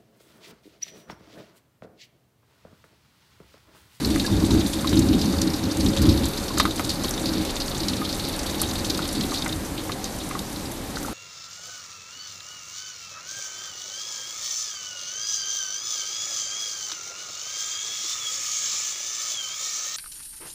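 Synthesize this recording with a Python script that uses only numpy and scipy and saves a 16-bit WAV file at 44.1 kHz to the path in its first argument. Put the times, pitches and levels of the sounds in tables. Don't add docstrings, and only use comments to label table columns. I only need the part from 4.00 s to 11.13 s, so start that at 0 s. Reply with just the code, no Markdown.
import sys
import numpy as np
from scipy import signal
from scipy.fft import rfft, irfft, next_fast_len
from scipy.io import wavfile
from scipy.ndimage import uniform_filter1d

SR = 44100
rng = np.random.default_rng(int(sys.argv[2]) if len(sys.argv) > 2 else 0)


def makeup_ratio(level_db):
    decades = np.asarray(level_db, float) / 20
    return 10 ** decades


def unload_audio(sound):
    columns = np.transpose(np.atleast_2d(sound))
    steps = np.round(np.clip(columns, -1, 1) * 32767)
    wavfile.write(sys.argv[1], SR, steps.astype(np.int16))


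N = 314543

# f/Hz, width/Hz, level/dB
SILL_MODES = [(3535, 172, 2), (3650, 142, 6), (3850, 140, 4), (4010, 134, 2), (4360, 87, 5.5),
              (4575, 275, 1.5), (4870, 280, -24.5), (5380, 150, -21), (6270, 360, -22)]
# f/Hz, width/Hz, level/dB
PANE_MODES = [(6340, 790, 13.5), (7300, 83, 11), (7720, 1400, 8.5), (8380, 150, 12), (10000, 1100, 12),
              (10200, 520, 13), (12900, 960, -24)]
# t/s, peak level/dB, centre f/Hz
SPLASHES = [(0.0468, -15.5, 4560), (0.196, -13.5, 3840), (0.2628, -16.5, 4540), (0.5049, -16.5, 3970),
            (0.872, -16.5, 3870), (1.1912, -21, 4370), (1.8046, -19, 4580), (1.8606, -15, 4000),
            (2.0535, -20.5, 3670), (2.335, -22, 3640), (2.5975, -9, 3800), (2.6532, -18.5, 3740),
            (3.041, -17, 4120), (3.1772, -20.5, 3740), (3.2565, -16, 4550), (3.3348, -18, 4850),
            (3.495, -21, 3680), (3.5633, -19, 3900), (3.679, -20.5, 4450), (3.8328, -17.5, 4540),
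            (3.8833, -11.5, 4450), (4.0496, -19, 4030), (4.0911, -18, 4360), (4.8984, -13, 4300),
            (5.2087, -17, 4000), (5.4202, -17, 3800), (5.5244, -20, 3980), (5.9189, -19, 3850),
            (6.391, -22.5, 4450), (6.5588, -23.5, 4100)]
# t/s, peak level/dB, centre f/Hz
SPLATTERS = [(0.7323, -17, 3740), (0.892, -19.5, 5100), (0.9307, -19, 3240), (0.97, -17.5, 4020),
             (1.13, -20.5, 3680), (1.2138, -17.5, 4240), (1.415, -18.5, 4440), (1.5357, -18.5, 4660),
             (1.964, -16, 3700), (2.0168, -22, 4460), (2.089, -15.5, 4200), (2.2338, -21, 3650),
             (2.5721, -18.5, 4300), (2.8444, -18, 4160), (2.8924, -15.5, 4400), (3.2816, -19.5, 4400),
             (3.4505, -21, 3750), (3.6, -18.5, 4450), (4.249, -21, 4360), (4.461, -23.5, 3940),
             (4.594, -20, 4380), (4.7543, -21, 3920), (4.9734, -21, 4310), (5.017, -23.5, 3740),
             (5.3398, -18.5, 4030), (5.777, -24, 3400), (6.0408, -21.5, 4400), (6.2013, -26.5, 3610),
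             (6.6543, -26.5, 4590), (6.9546, -24, 4400)]
SILL_STRIKE, FRAME_STRIKE, PANE_STRIKE = 5.5, 12.0, 2.5


def resonance(f, hz, width_hz):
    return 1j * f * width_hz / (hz ** 2 - f ** 2 + 1j * f * width_hz)


def body(f, modes, between_db):
    response = 1j * makeup_ratio(between_db)
    for k, (hz, width_hz, db) in enumerate(modes):
        response = response + (-1) ** k * makeup_ratio(db) * resonance(f, hz, width_hz)
    return response


def unit(x):
    return x / np.sqrt(np.mean(x ** 2))


def shaped(x, response):
    size = next_fast_len(N + SR)
    f = np.arange(1, size // 2 + 2) * SR / size
    return unit(irfft(rfft(x, size) * response(f), size)[:N])


def even(x, span_s):
    return x / np.sqrt(uniform_filter1d(x ** 2, size=int(span_s * SR)))


def walk(rate):
    k = int(SR / rate)
    steps = np.repeat(rng.standard_normal(N // k + 1), k)
    return uniform_filter1d(uniform_filter1d(steps, k), k)[:N]


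def curves(rows):
    s, *columns = np.transpose(rows)
    return [np.interp(np.arange(N) / SR, s, c) for c in columns]


def drops(s, peak_db, hz, spread, t60_s, modes, rise_s, between_db, skirt_db, ragged_db, strike):
    size = 4096
    t = np.arange(size) / SR
    f = np.arange(1, size // 2 + 2) * SR / size
    noise, lumps = rng.standard_normal((len(s), 2, size)).transpose(1, 0, 2)
    lumps = unit(uniform_filter1d(lumps, size=60))
    length_s = t60_s * makeup_ratio(1.5 * noise[:, :1])
    shape = (1 - np.exp(-t / rise_s)) * makeup_ratio(-60 * t / length_s + ragged_db * lumps)
    contact = strike * np.exp(-2j * np.pi * f * 0.0008)
    centre = resonance(f, hz[:, None], (spread * hz)[:, None])
    colour = centre * (centre + makeup_ratio(skirt_db)) * body(f, modes, between_db)
    bursts = irfft((rfft(noise * shape) + contact) * colour, size)
    bursts *= (makeup_ratio(peak_db) / np.abs(bursts).max(axis=1))[:, None]
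    out = np.zeros(N + size)
    for start, burst in zip((s * SR).astype(int), bursts):
        out[start:start + size] += burst
    return out[:N]


def scatter(count, lo_hz, hi_hz, size_db, most_db):
    when, pitch, big = rng.random((count, 3)).T
    level_db = np.minimum(-size_db * np.log(big), most_db)
    return when * N / SR, level_db, lo_hz * (hi_hz / lo_hz) ** pitch


def far_drops(points, swell_db, flicker_db, flicker_rate):
    hz, db = np.transpose(points)
    f = np.arange(1, N // 2 + 2) * SR / N
    tilt = makeup_ratio(np.interp(np.log(f), np.log(hz), db))
    swell = walk(2.67)
    out = 0
    for centre in hz[0] * 2 ** np.arange(0, np.log2(hz[-1] / hz[0]), 1 / 2):
        band = np.clip(1 - 2 * np.abs(np.log2(f / centre)), 0, 1) ** 0.5
        part = irfft(rfft(rng.standard_normal(N)) * tilt * band, N)
        out = out + part * makeup_ratio(swell_db * swell + flicker_db * walk(flicker_rate))
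    return unit(out)


def downpour():
    # t/s, wash level/dB, hiss level/dB, sill patter level/dB
    pour = [
        (0.0, -37.5, -39.5, -38),
        (0.79, -37.5, -40.5, -40.5),
        (5.36, -38, -40.5, -37),
        (5.58, -40, -42, -56),
        (7.13, -40, -42, -49.5),
    ]
    # f/Hz, level/dB
    wash_colour = [(15, -49), (25, 6), (64, -2.5), (146, -2), (300, -3), (475, -6), (558, -5), (668, -9.5),
                   (784, -6.5), (902, -11), (3000, -19.5), (3900, -23), (6600, -120)]
    # f/Hz, level/dB
    hiss_colour = [(1470, -44), (2500, -32), (2930, -5), (3990, 5.5), (5280, 2.5), (13600, -1.5),
                   (14500, 9), (14900, -48), (15200, -79)]
    wash_db, hiss_db, patter_db = curves(pour)
    small = scatter(count=800, lo_hz=3200, hi_hz=5550, size_db=1.5, most_db=6)
    patter = drops(*small, spread=0.6, t60_s=0.031, modes=SILL_MODES, rise_s=0.00081,
                   between_db=-17, skirt_db=0, ragged_db=6.1, strike=SILL_STRIKE)
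    fine = scatter(count=400, lo_hz=6100, hi_hz=14000, size_db=3.5, most_db=12.0)
    spray = drops(*fine, spread=0.6, t60_s=0.046, modes=PANE_MODES, rise_s=0.0012,
                  between_db=8.0, skirt_db=3.8, ragged_db=5.1, strike=PANE_STRIKE)
    wash = far_drops(wash_colour, swell_db=0.6, flicker_db=1.2, flicker_rate=14)
    hiss = far_drops(hiss_colour, swell_db=0.3, flicker_db=1.7, flicker_rate=26)
    spray_db = hiss_db + 0.24 * (patter_db + 46.0) - 3.5
    far = wash * makeup_ratio(wash_db + 5.5) + hiss * makeup_ratio(hiss_db + 1.0)
    return far + unit(patter) * makeup_ratio(patter_db - 2.5) + unit(spray) * makeup_ratio(spray_db)


def roll():
    # crest t/s, growl level/dB, deep level/dB, half length/s
    surges = [(.13, -22, -30, 0.067), (0.34, -20, -20.5, 0.032), (.45, -19.5, -24, 0.064),
              (0.557, -16.5, -19.5, 0.037), (.66, -26, -37, 0.043), (.82, -27, -36, 0.044),
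              (0.964, -17, -22, 0.062), (1.12, -17, -22.5, 0.043), (1.248, -20, -31, 0.055),
              (1.35, -27, -26.5, .04), (1.466, -22.5, -32, 0.057), (1.656, -24.5, -31.5, 0.046),
              (1.86, -21.5, -27, 0.056), (2.067, -18, -17, 0.051), (2.176, -24.5, -26.5, 0.082),
              (2.633, -26.5, -32, 0.062), (3.03, -28, -45, 0.031), (3.34, -27.5, -37, 0.097),
              (3.912, -29.5, -36, 0.13), (4.7, -36, -35, .08), (4.95, -32, -38.5, 0.085),
              (5.22, -28, -43, 0.06), (5.595, -35.5, -33, 0.042), (5.8, -36, -34, 0.033)]
    t = np.arange(0, N, 64) / SR
    s, growl_db, deep_db, half_s = np.transpose(surges)[:, :, None]
    side_s = half_s * np.where(t > s, 1.08, 1)
    bell = np.exp(-((t - s) / side_s) ** 2)
    gains = []
    for surge_db, bed_db in ((deep_db, -38), (growl_db, -31.5)):
        bed = makeup_ratio(2 * (bed_db - 1.0 * t))
        power = np.sum(bell * makeup_ratio(2 * surge_db), axis=0) + bed
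        gains.append(np.interp(np.arange(N) / SR, t, power ** 0.5))
    return gains


def thunder():
    # f/Hz, width/Hz, level/dB
    deep_modes = [(40, 22, -6.5), (70, 23.4, 0.5), (98, 8, 2), (116, 20, -4)]
    # f/Hz, width/Hz, level/dB
    growl_modes = [(172.4, 59, -7.5), (196.5, 11.9, 3), (250.3, 43.6, -1), (281.5, 27, 3.5),
                   (317.8, 12.2, 6), (343.8, 23, -1.5), (414, 47, -8.5), (780, 23, -40)]
    # t/s, level/dB
    sing_levels = [
        (0.0, -49),
        (1.0, -41.5),
        (1.75, -41.5),
        (2.05, -34.5),
        (2.4, -46),
        (4.0, -45.5),
        (7.13, -61),
    ]
    deep_gain, growl_gain = roll()
    cracks = rng.standard_normal((3, N)) * (rng.random((3, N)) < 0.02)
    deep = shaped(cracks[0], lambda f: body(f, deep_modes, -20.5) * resonance(f, 79, 86))
    growl = shaped(cracks[1], lambda f: body(f, growl_modes, -23.5) * resonance(f, 164, 216))
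    sing = shaped(cracks[2], lambda f: resonance(f, 552.3, 22.0) ** 2)
    throb = makeup_ratio(1.5 * walk(16))
    rumble = throb * (even(deep, 0.22) * deep_gain + even(growl, 0.1) * growl_gain)
    return rumble + even(sing, 0.23) * makeup_ratio(curves(sing_levels)[0] - 0.5)


def sill_drops(rows, t60_s):
    return makeup_ratio(1.0) * drops(*np.transpose(rows), spread=0.43, t60_s=t60_s, modes=SILL_MODES, rise_s=0.00053,
                            between_db=-0.5, skirt_db=0, ragged_db=5.2, strike=SILL_STRIKE)


def lesser_drips():
    count, gap_s, clear_s, gust_end_s = 120, 0.055, 0.025, 5.55
    late, pitch, size = rng.random((count, 3)).T
    s = (np.arange(count) + late * 0.9) * gap_s
    big_s = np.array(SPLASHES + SPLATTERS)[:, 0]
    clear = np.abs(s[:, None] - big_s).min(axis=1) > clear_s
    rows = np.array([s, -20 + 2.5 * np.log(size), 3400 * (5200 / 3400) ** pitch])
    rows = rows[:, clear & (s < gust_end_s)]
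    return drops(*rows, spread=0.45, t60_s=0.043, modes=SILL_MODES, rise_s=0.0006,
                 between_db=-3, skirt_db=0, ragged_db=3.2, strike=SILL_STRIKE)


def pane_spits():
    # t/s, peak level/dB, centre f/Hz
    spits = [(0.0568, -19, 13300), (0.1825, -22, 7540), (0.2508, -27, 7410), (0.7432, -21, 8120),
             (0.9916, -15.5, 6770), (1.4152, -14.5, 6940), (1.534, -23, 6870), (1.7694, -20.5, 7320),
             (1.965, -20, 6800), (2.0173, -22, 8830), (2.2552, -15, 7650), (2.582, -13, 7410),
             (2.5985, -15, 7920), (2.6324, -22, 12500), (3.0914, -18, 12100), (3.1078, -17, 6860),
             (3.4501, -24, 9430), (3.5064, -21, 7500), (3.557, -21, 6840), (4.3625, -23, 9380),
             (4.3914, -23, 6860), (4.4994, -24, 7610), (4.6156, -8, 10200), (4.7331, -23, 7430),
             (4.8459, -25, 6810), (4.9742, -22, 7500), (5.3403, -21, 7530), (5.4784, -21.5, 6780),
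             (6.0412, -20, 6800), (6.3915, -20, 7410)]
    return makeup_ratio(2.2) * drops(*np.transpose(spits), spread=0.46, t60_s=0.021, modes=PANE_MODES, rise_s=0.0018,
                            between_db=18, skirt_db=4.7, ragged_db=3.2, strike=PANE_STRIKE)


def frame_knocks():
    # t/s, peak level/dB, centre f/Hz, width as share
    knocks = [(0.16, -27, 1280, 0.29), (0.246, -29, 1680, 0.07), (0.279, -30.5, 1050, 0.16),
              (0.422, -35, 1070, 0.2), (0.506, -25.5, 1050, 0.21), (0.845, -22, 1120, 0.25),
              (0.928, -24, 1430, 0.5), (1.24, -29, 925, 0.34), (1.339, -28.5, 1290, 0.27),
              (1.963, -32, 1020, 0.22), (2.505, -27.5, 1110, 0.32), (2.576, -22, 1410, 0.4),
              (2.6, -11.5, 1170, 0.4), (2.653, -13.5, 1260, 0.25), (2.795, -17, 1250, 0.36),
              (3.041, -28.5, 1000, 0.33), (4.016, -25, 1280, 0.18), (4.618, -28, 1226, 0.2),
              (4.991, -22.5, 1350, 0.2), (5.32, -22.5, 1100, 0.17), (5.461, -21, 1190, 0.53),
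              (5.896, -26.5, 1130, 0.11), (6.31, -26.5, 1130, 0.22), (6.351, -27, 1130, 0.096),
              (6.97, -27, 1370, 0.36), (7.047, -28, 1330, 0.26), (7.082, -28, 860, 0.29),
              (0.16, -25, 1710, 0.35),
        (2.5985, -11, 1970, 0.42),
        (2.598, -20, 2500, 0.5),
        (2.796, -28, 1600, 0.4),
        (5.464, -23.5, 1900, 0.44),
        (5.894, -28, 1690, 0.3),
        (6.3125, -28, 1890, 0.46),
    ]
    # f/Hz, width/Hz, level/dB
    frame_modes = [(1020, 50, -30), (1130, 65, -27), (1290, 650, -12), (1430, 65, -11), (1680, 33, -18.5),
                   (1940, 110, -1.5)]
    out = drops(*np.transpose(knocks), t60_s=0.035, modes=frame_modes, rise_s=0.000076,
                between_db=1, skirt_db=-1.5, ragged_db=1.0, strike=FRAME_STRIKE)
    lag = int(0.0065 * SR)
    out[lag:] += makeup_ratio(-9) * out[:-lag]
    return makeup_ratio(4.5) * out


def room_tail(near):
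    t = np.arange(SR // 4) / SR
    tail = rng.standard_normal(len(t)) * makeup_ratio(-60 * t / 0.21) * (t > 0.004)
    return signal.fftconvolve(near, tail / np.sqrt(np.sum(tail ** 2)))[:N]


def scene():
    far = downpour() + thunder()
    near = sill_drops(SPLASHES, t60_s=0.052) + lesser_drips() + pane_spits() + frame_knocks()
    near = near + sill_drops(SPLATTERS, t60_s=0.14)
    return (near + makeup_ratio(-14) * room_tail(near) + far)[None]


def top_cut(x):
    return signal.sosfilt(signal.butter(12, 14170, fs=SR, output="sos"), x)


def record(dry):
    spectrum = rfft(dry)
    f = np.arange(spectrum.shape[1]) * SR / N
    top_db = np.interp(f, [14160, 14220], [0, -24])
    mix = irfft(spectrum * makeup_ratio(top_db), N)
    return top_cut(mix)


dry = scene()
out = record(dry)
unload_audio(out)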